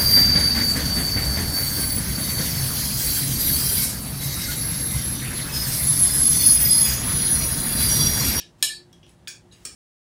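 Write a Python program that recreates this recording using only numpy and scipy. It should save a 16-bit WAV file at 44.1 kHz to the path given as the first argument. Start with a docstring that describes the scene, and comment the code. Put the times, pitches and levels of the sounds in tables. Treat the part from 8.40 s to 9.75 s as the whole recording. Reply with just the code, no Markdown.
"""One microphone on a sandy foundry floor, machinery humming far off throughout.
A heavy metal moulding frame rings faintly, then falls flat with a thud at 0.23 s and rocks as it settles.
It ticks as a hand grips it, then clanks twice as it is shifted, at 0.88 and 1.25 s, sand grating below.
Each place of contact rings the same modes with other strengths, over a wash of dense weak modes
and the workshop's echo."""
import sys
import numpy as np
from scipy import signal
from scipy.fft import rfft, irfft, next_fast_len
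from scipy.io import wavfile
from scipy.ndimage import map_coordinates

SR = 44100
rng = np.random.default_rng(int(sys.argv[2]) if len(sys.argv) > 2 else 0)


def unload_audio(sound):
    """Save the sound as a 16-bit wav file, at the path given as the first command line argument."""
    columns = np.transpose(np.atleast_2d(sound))
    # keep every value between -1 and 1, then stretch to whole-number steps
    steps = np.round(np.clip(columns, -1, 1) * 32767)
    wavfile.write(sys.argv[1], SR, steps.astype(np.int16))


N = 59535

# the frame's strong modes: f/Hz, t60/s, then relative level/dB when struck at each of the PLACES
FRAME_MODES = [(1200.0, 0.18, -21.0, -14.0, -11.0, -17.0, -14.0),
               (1600.0, 0.22, -22.0, -3.0, -15.0, -11.0, -16.0),
               (1739.0, 0.35, -4.0, -15.0, -25.0, -9.0, -7.0),
               (1775.0, 0.33, -7.0, -13.0, -24.0, -14.0, -13.0),
               (2300.0, 0.38, -13.0, -6.0, -17.0, -14.0, -12.0),
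               (2406.0, 0.32, -8.0, -12.0, -11.0, -23.0, -15.0),
               (2830.0, 0.27, -11.0, -14.0, -17.0, -11.0, -5.0),
               (2975.0, 0.24, -3.0, -19.0, -20.0, -16.0, -15.0),
               (3060.0, 0.27, -10.0, -16.0, -25.0, -5.0, -9.0), (3316.0, 0.23, 0.0, -3.0, -12.0, 1.0, -7.0),
               (3451.0, 0.27, -21.0, -2.0, -21.0, -14.0, -15.0),
               (3750.0, 0.32, -2.0, -8.0, -26.0, -18.0, -2.0),
               (3887.0, 0.3, -6.0, -18.0, -14.0, -17.0, -4.0),
               (3930.0, 0.27, -10.0, -18.0, -14.0, -19.0, -2.0),
               (4010.0, 0.27, -5.0, -18.0, -18.0, -24.0, -15.0),
               (4124.0, 0.29, -1.0, -7.0, -16.0, -17.0, -13.0),
               (4465.0, 0.36, -10.0, -4.0, -8.0, -22.0, -19.0),
               (4530.0, 0.29, -15.0, -3.0, -4.0, -23.0, -19.0),
               (4670.0, 0.27, -16.0, -3.0, -15.0, -20.0, -11.0),
               (4764.0, 0.26, -5.0, -7.0, -14.0, -20.0, 0.0), (5245.0, 0.27, -1.0, -0.0, -2.0, -16.0, -8.0),
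               (5290.0, 0.27, -3.0, -2.0, -0.0, -13.0, -7.0),
               (5421.0, 0.27, -8.0, -3.0, -4.0, -18.0, -18.0),
               (5650.0, 0.27, -11.0, -5.0, -8.0, -15.0, -18.0),
               (5905.0, 0.3, -15.0, -19.0, -11.0, -7.0, -13.0), (6605.0, 0.25, 0.0, 0.0, -9.0, -18.0, -2.0),
               (6740.0, 0.27, -24.0, -3.0, -22.0, -26.0, -19.0),
               (7191.0, 0.27, -5.0, -14.0, -9.0, -22.0, -13.0),
               (7375.0, 0.27, -10.0, -18.0, -10.0, -29.0, -23.0),
               (7750.0, 0.33, -5.0, -20.0, -18.0, -18.0, -8.0),
               (8193.0, 0.23, -4.0, -13.0, 0.0, -15.0, -12.0),
               (8441.0, 0.27, -13.0, -6.0, -6.0, -24.0, -17.0),
               (9132.0, 0.22, -2.0, -18.0, -7.0, -25.0, -14.0),
               (9250.0, 0.22, -8.0, -13.0, -13.0, -24.0, -13.0),
               (9530.0, 0.22, -23.0, -1.0, -21.0, -24.0, -18.0),
               (9851.0, 0.22, -4.0, -24.0, -15.0, -25.0, -14.0),
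               (10330.0, 0.27, -12.0, -24.0, -8.0, -19.0, -8.0),
               (11550.0, 0.22, -16.0, -35.0, -32.0, -29.0, -19.0),
               (12460.0, 0.22, -16.0, -26.0, -24.0, -33.0, -23.0)]
# places of contact on the frame: face, edge, corner, rim, lug
PLACES = ["face", "edge", "corner", "rim", "lug"]


def amp(db):
    """Decibels to gain."""
    return 10 ** (np.asarray(db) / 20)


def unit(x):
    """Scale to rms 1."""
    return x / np.sqrt(np.mean(x ** 2) + 1e-20)


def along(points, hz):
    """Read (f/Hz, value) points on a log frequency axis."""
    freqs, values = np.transpose(points)
    return np.interp(np.log(hz + 1), np.log(freqs + 1), values)


def wobble(per_s, t):
    """A smooth random curve at times t, with per_s knots a second."""
    return map_coordinates(rng.standard_normal(2048), [t * per_s], mode="wrap")


def filtered(x, response):
    """Shape x by a gain that depends on frequency."""
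    size = next_fast_len(N + SR // 4)
    return irfft(rfft(x, size) * response(np.fft.rfftfreq(size, 1 / SR)), size)[:N]


def noise(response):
    """Coloured noise of rms 1."""
    return unit(filtered(rng.standard_normal(N), response))


def wavering_tone(hz, t, depth, per_s):
    """A tone of rms 1 whose strength and phase drift."""
    drift = 1 + depth * (wobble(per_s, t) + 1j * wobble(per_s, t))
    return unit(np.real(drift * np.exp(2j * np.pi * (hz * t + rng.random()))))


def add(out, x, start_s):
    """Mix x into out from start_s on; whatever falls before time zero is cut."""
    start = round(start_s * SR)
    x, start = x[max(-start, 0):], max(start, 0)
    out[start:start + len(x)] += x[:N - start]


def far_machinery(t):
    """Machines far across the workshop reach the microphone as rumble, hiss and a wavering hum."""
    # tones of the hum: f/Hz, level/dB
    hum_tones = [(64.6, -70), (107.7, -64.5), (176, -72), (355.3, -66.5)]
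    # spectrum of the rumble: f/Hz, relative level/dB
    rumble_spectrum = [(15, -59), (25, -33), (35, -3), (49, 1), (113, -6.5), (135, -2), (172, -2),
                       (234, -9), (328, -12), (356, 0), (386, -16), (738, -18), (1200, -28), (1560, -55),
                       (2640, -120)]
    # spectrum of the hiss: f/Hz, relative level/dB
    hiss_spectrum = [(590, -12.5), (1000, -5.5), (1100, -8), (2010, -9), (2470, -15.5), (2650, -11.5),
                     (3420, -13), (5070, -16.5), (5570, -17), (9380, -18.5), (16000, -35.5)]
    hum = sum(amp(db) * wavering_tone(hz, t, depth=0.28, per_s=8) for hz, db in hum_tones)
    rumble = noise(lambda hz: amp(along(rumble_spectrum, hz)))
    hiss = noise(lambda hz: amp(along(hiss_spectrum, hz)))
    return amp(-54.5) * rumble + amp(-66) * hiss + hum


def crack(colour, t, hold_s=0.0024, t60_s=0.015):
    """The contact itself: a burst of noise that holds for an instant and dies fast."""
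    return noise(colour)[:len(t)] * amp(-60 * np.maximum(t - hold_s, 0) / t60_s)


def ring(place, contact, t, scatter_db=2):
    """The strong modes, weighted by the place and the hardness of the contact."""
    freqs, t60s, *levels = np.transpose(FRAME_MODES)
    gains = amp(levels[PLACES.index(place)] + scatter_db * rng.standard_normal(len(freqs)))
    gains = gains * contact(freqs)
    gains = gains / np.linalg.norm(gains)
    # close pairs and echoes make each mode waver
    return sum(gain * amp(-60 * t / t60) * wavering_tone(hz, t, depth=0.25, per_s=50)
               for hz, t60, gain in zip(freqs, t60s, gains))


def clusters(place, hz, width_hz=70):
    """Gain that crowds the weak modes around the strong ones which this place excites."""
    centres, _, *levels = np.transpose(FRAME_MODES)
    grid = np.linspace(0, SR / 2, 2048)
    resonances = 1 / (1 + (2 * (grid[:, None] - centres) / width_hz) ** 2)
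    peaks = resonances @ amp(levels[PLACES.index(place)])
    return 1 + amp(3) * np.interp(hz, grid, peaks)


def combed(colour, spacing_hz=60, depth_db=7):
    """Break a smooth colour into many narrow, irregular resonances."""
    knots = rng.standard_normal(1024)
    ripple = lambda hz: np.interp(hz / spacing_hz, np.arange(len(knots)), knots)
    return lambda hz: colour(hz) * amp(depth_db * np.clip(ripple(hz), -2, 1))


def wash(colour, t, build_s=0.0014):
    """Dense weak modes and the workshop's echo: each frequency dies at its own speed."""
    # decay of the wash: f/Hz, t60/s
    decay_times = [(400, 0.13), (1500, 0.36), (4000, .32), (8000, 0.31), (14000, 0.2)]
    hz, slice_s, spectra = signal.stft(noise(colour), SR, nperseg=256)
    decay = amp(-60 * slice_s / along(decay_times, hz)[:, None])
    _, tail = signal.istft(spectra * decay, SR, nperseg=256)
    return tail[:len(t)] * (1 - np.exp(-t / build_s))


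def frame_blows():
    """Every blow on the frame is a brief crack of contact, then ring and wash that the sand chokes."""
    # spectrum of the dense weak modes, by place of contact: f/Hz, relative level/dB
    weak_spectra = {"face": [(180, -92), (300, -19.5), (756, -9.5), (1050, -23.5), (1220, -7), (1420, -39),
                    (1730, 1.5), (1940, -33), (2360, -5), (2690, -10), (3340, -7), (3510, -12),
                    (4000, -2.5), (4350, -15.5), (5390, -4), (6250, -20.5), (6570, -6.5), (10100, -2),
                    (11000, -13), (12700, -4.5), (15500, -28.5)], "edge": [(410, -70.5), (700, -26),
                    (776, -15), (1560, -3), (2080, -17), (2430, -4.5), (3030, -20.5), (3360, -2.5),
                    (3970, -17), (4520, -7), (5360, -8.5), (6020, -10), (6680, -6.5), (8990, -8.5),
                    (9850, -8), (12000, -24.5), (15500, -10.5)], "corner": [(410, -40), (700, -70),
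                    (1070, -20), (1220, -13), (2050, -16), (2370, -7.5), (2590, -12.5), (3320, -10),
                    (3680, -27), (4410, -4.5), (4890, -21), (5430, -3.5), (6180, -9.5), (8320, -3),
                    (10600, -13), (11200, -28), (15500, -18.5)], "rim": [(800, -25), (2400, -12),
                    (3200, 3.5), (4300, -12), (5800, 5.5), (7000, -10), (12000, -12), (15000, -20)],
                    "lug": [(800, -19), (2500, 7.5), (3900, -4), (7500, -16), (10300, -12), (15000, -40)]}
    # blows: t/s, place, ring/dB, wash/dB, crack/dB, contact centre/Hz, half-width/octaves,
    # attack/s, choked after/s
    blows = [(-.02, "face", -49, -38.5, -38, 3240, 0.62, 0.0009, .13),
             (-.008, "rim", -43.5, -45, -60, 4880, 0.23, .0003, .13),
             (0.2258, "face", -19, -18, -13, 6160, 3, 0.000067, .22),
             (.268, "face", -28.5, -53, -57, 2900, .04, .005, .035),
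             (0.296, "face", -37, -49, -60, 1727, 0.084, 0.0017, .06),
             (0.296, "face", -38.5, -38.5, -60, 4150, 0.069, 0.0024, .09),
             (0.314, "face", -35.5, -38, -62, 4460, 0.07, 0.0036, 0.15),
             (0.5281, "rim", -56, -60, -48.5, 7020, 2.05, 0.00036, .1),
             (0.63, "rim", -57.5, -56.5, -46, 2640, 0.56, 0.0028, .15),
             (.664, "lug", -78, -71.5, -55, 8250, 1.2, 0.00059, .2),
             (.678, "lug", -67, -62.5, -71, 9300, 0.97, 0.00079, .2),
             (0.692, "lug", -61.5, -86, -55, 10500, 0.48, 0.00035, .2),
             (.8732, "edge", -44.5, -39.5, -29, 2600, 0.62, 0.00045, .15),
             (0.8789, "edge", -38, -36, -31, 6500, 1.1, 0.00043, .15),
             (1.113, "lug", -51.5, -62, -62, 4030, 0.082, .003, 0.054),
             (1.121, "lug", -49, -60, -66.5, 6740, 2, 0.0027, .2),
             (1.2511, "corner", -36.5, -34.5, -27.5, 6370, 7.5, .0005, .2)]
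    out, t = np.zeros(N), np.arange(SR // 2) / SR
    for start_s, place, ring_db, wash_db, crack_db, centre_hz, octaves, attack_s, choke_s in blows:
        contact = lambda hz: 1 / (1 + (np.log2((hz + 1) / centre_hz) / octaves) ** 2)
        colour = lambda hz: amp(along(weak_spectra[place], hz)) * clusters(place, hz) * contact(hz)
        blow = amp(crack_db) * crack(colour, t)
        blow += amp(ring_db) * ring(place, contact, t)
        blow += amp(wash_db) * wash(combed(colour), t)
        envelope = (1 - np.exp(-t / attack_s)) * np.exp(-(t / choke_s) ** 4)
        add(out, blow * envelope, start_s)
    return out


def grating_sand(t, grains_per_s=170):
    """Grains on the floor grate softly while the frame slides."""
    # scrapes under the frame: t/s, length/s, level/dB
    scrapes = [(0.181, 0.12, -59), (0.662, 0.099, -67.5), (1.104, 0.37, -60.5)]
    # spectrum of the grating: f/Hz, relative level/dB
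    sand_spectrum = [(1000, -1), (3000, 2), (9000, -1.5), (15000, -12)]
    out = np.zeros(N)
    for start_s, length_s, db in scrapes:
        grit = noise(lambda hz: amp(along(sand_spectrum, hz)))
        roughness = amp(-0.5 * wobble(grains_per_s, t))
        progress = np.clip((t - start_s) / length_s, 0, 1)
        swell = np.sqrt(np.abs(np.sin(np.pi * progress)))
        out += amp(db) * unit(grit * roughness) * swell
    return out


def thuds(t, centre_hz=280, octaves=0.88, rise_s=0.004, t60_s=0.4):
    """A soft, dull push where the frame's weight comes down on the sand."""
    # landings: t/s, level/dB
    landings = [(.227, -57.5), (1.253, -51)]
    out = np.zeros(N)
    for start_s, db in landings:
        body = noise(lambda hz: np.exp(-(np.log2((hz + 1) / centre_hz) / octaves) ** 2))
        envelope = amp(db - 60 * t / t60_s) * (1 - np.exp(-t / rise_s))
        add(out, envelope * body, start_s)
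    return out


def scene():
    """Frame, sandy floor and far machinery, heard from one spot in the foundry."""
    t = np.arange(N) / SR
    return (frame_blows() + grating_sand(t) + far_machinery(t) + thuds(t))[None]


def record(dry):
    """The microphone drops the deep bass and has a narrow treble peak just below its band limit."""
    low_cut_hz, top_hz = 54, 15900
    peak_hz, peak_width_hz, peak_db = 15550, 350, 8
    low_cut = lambda hz: 1 / np.sqrt(1 + (low_cut_hz / (hz + 1)) ** 8)
    peak = lambda hz: amp(peak_db * np.exp(-((hz - peak_hz) / peak_width_hz) ** 2))
    top_cut = lambda hz: 1 / (1 + (hz / top_hz) ** 150)
    return np.array([filtered(x, lambda hz: low_cut(hz) * peak(hz) * top_cut(hz)) for x in dry])


dry = scene()
out = record(dry)
unload_audio(out)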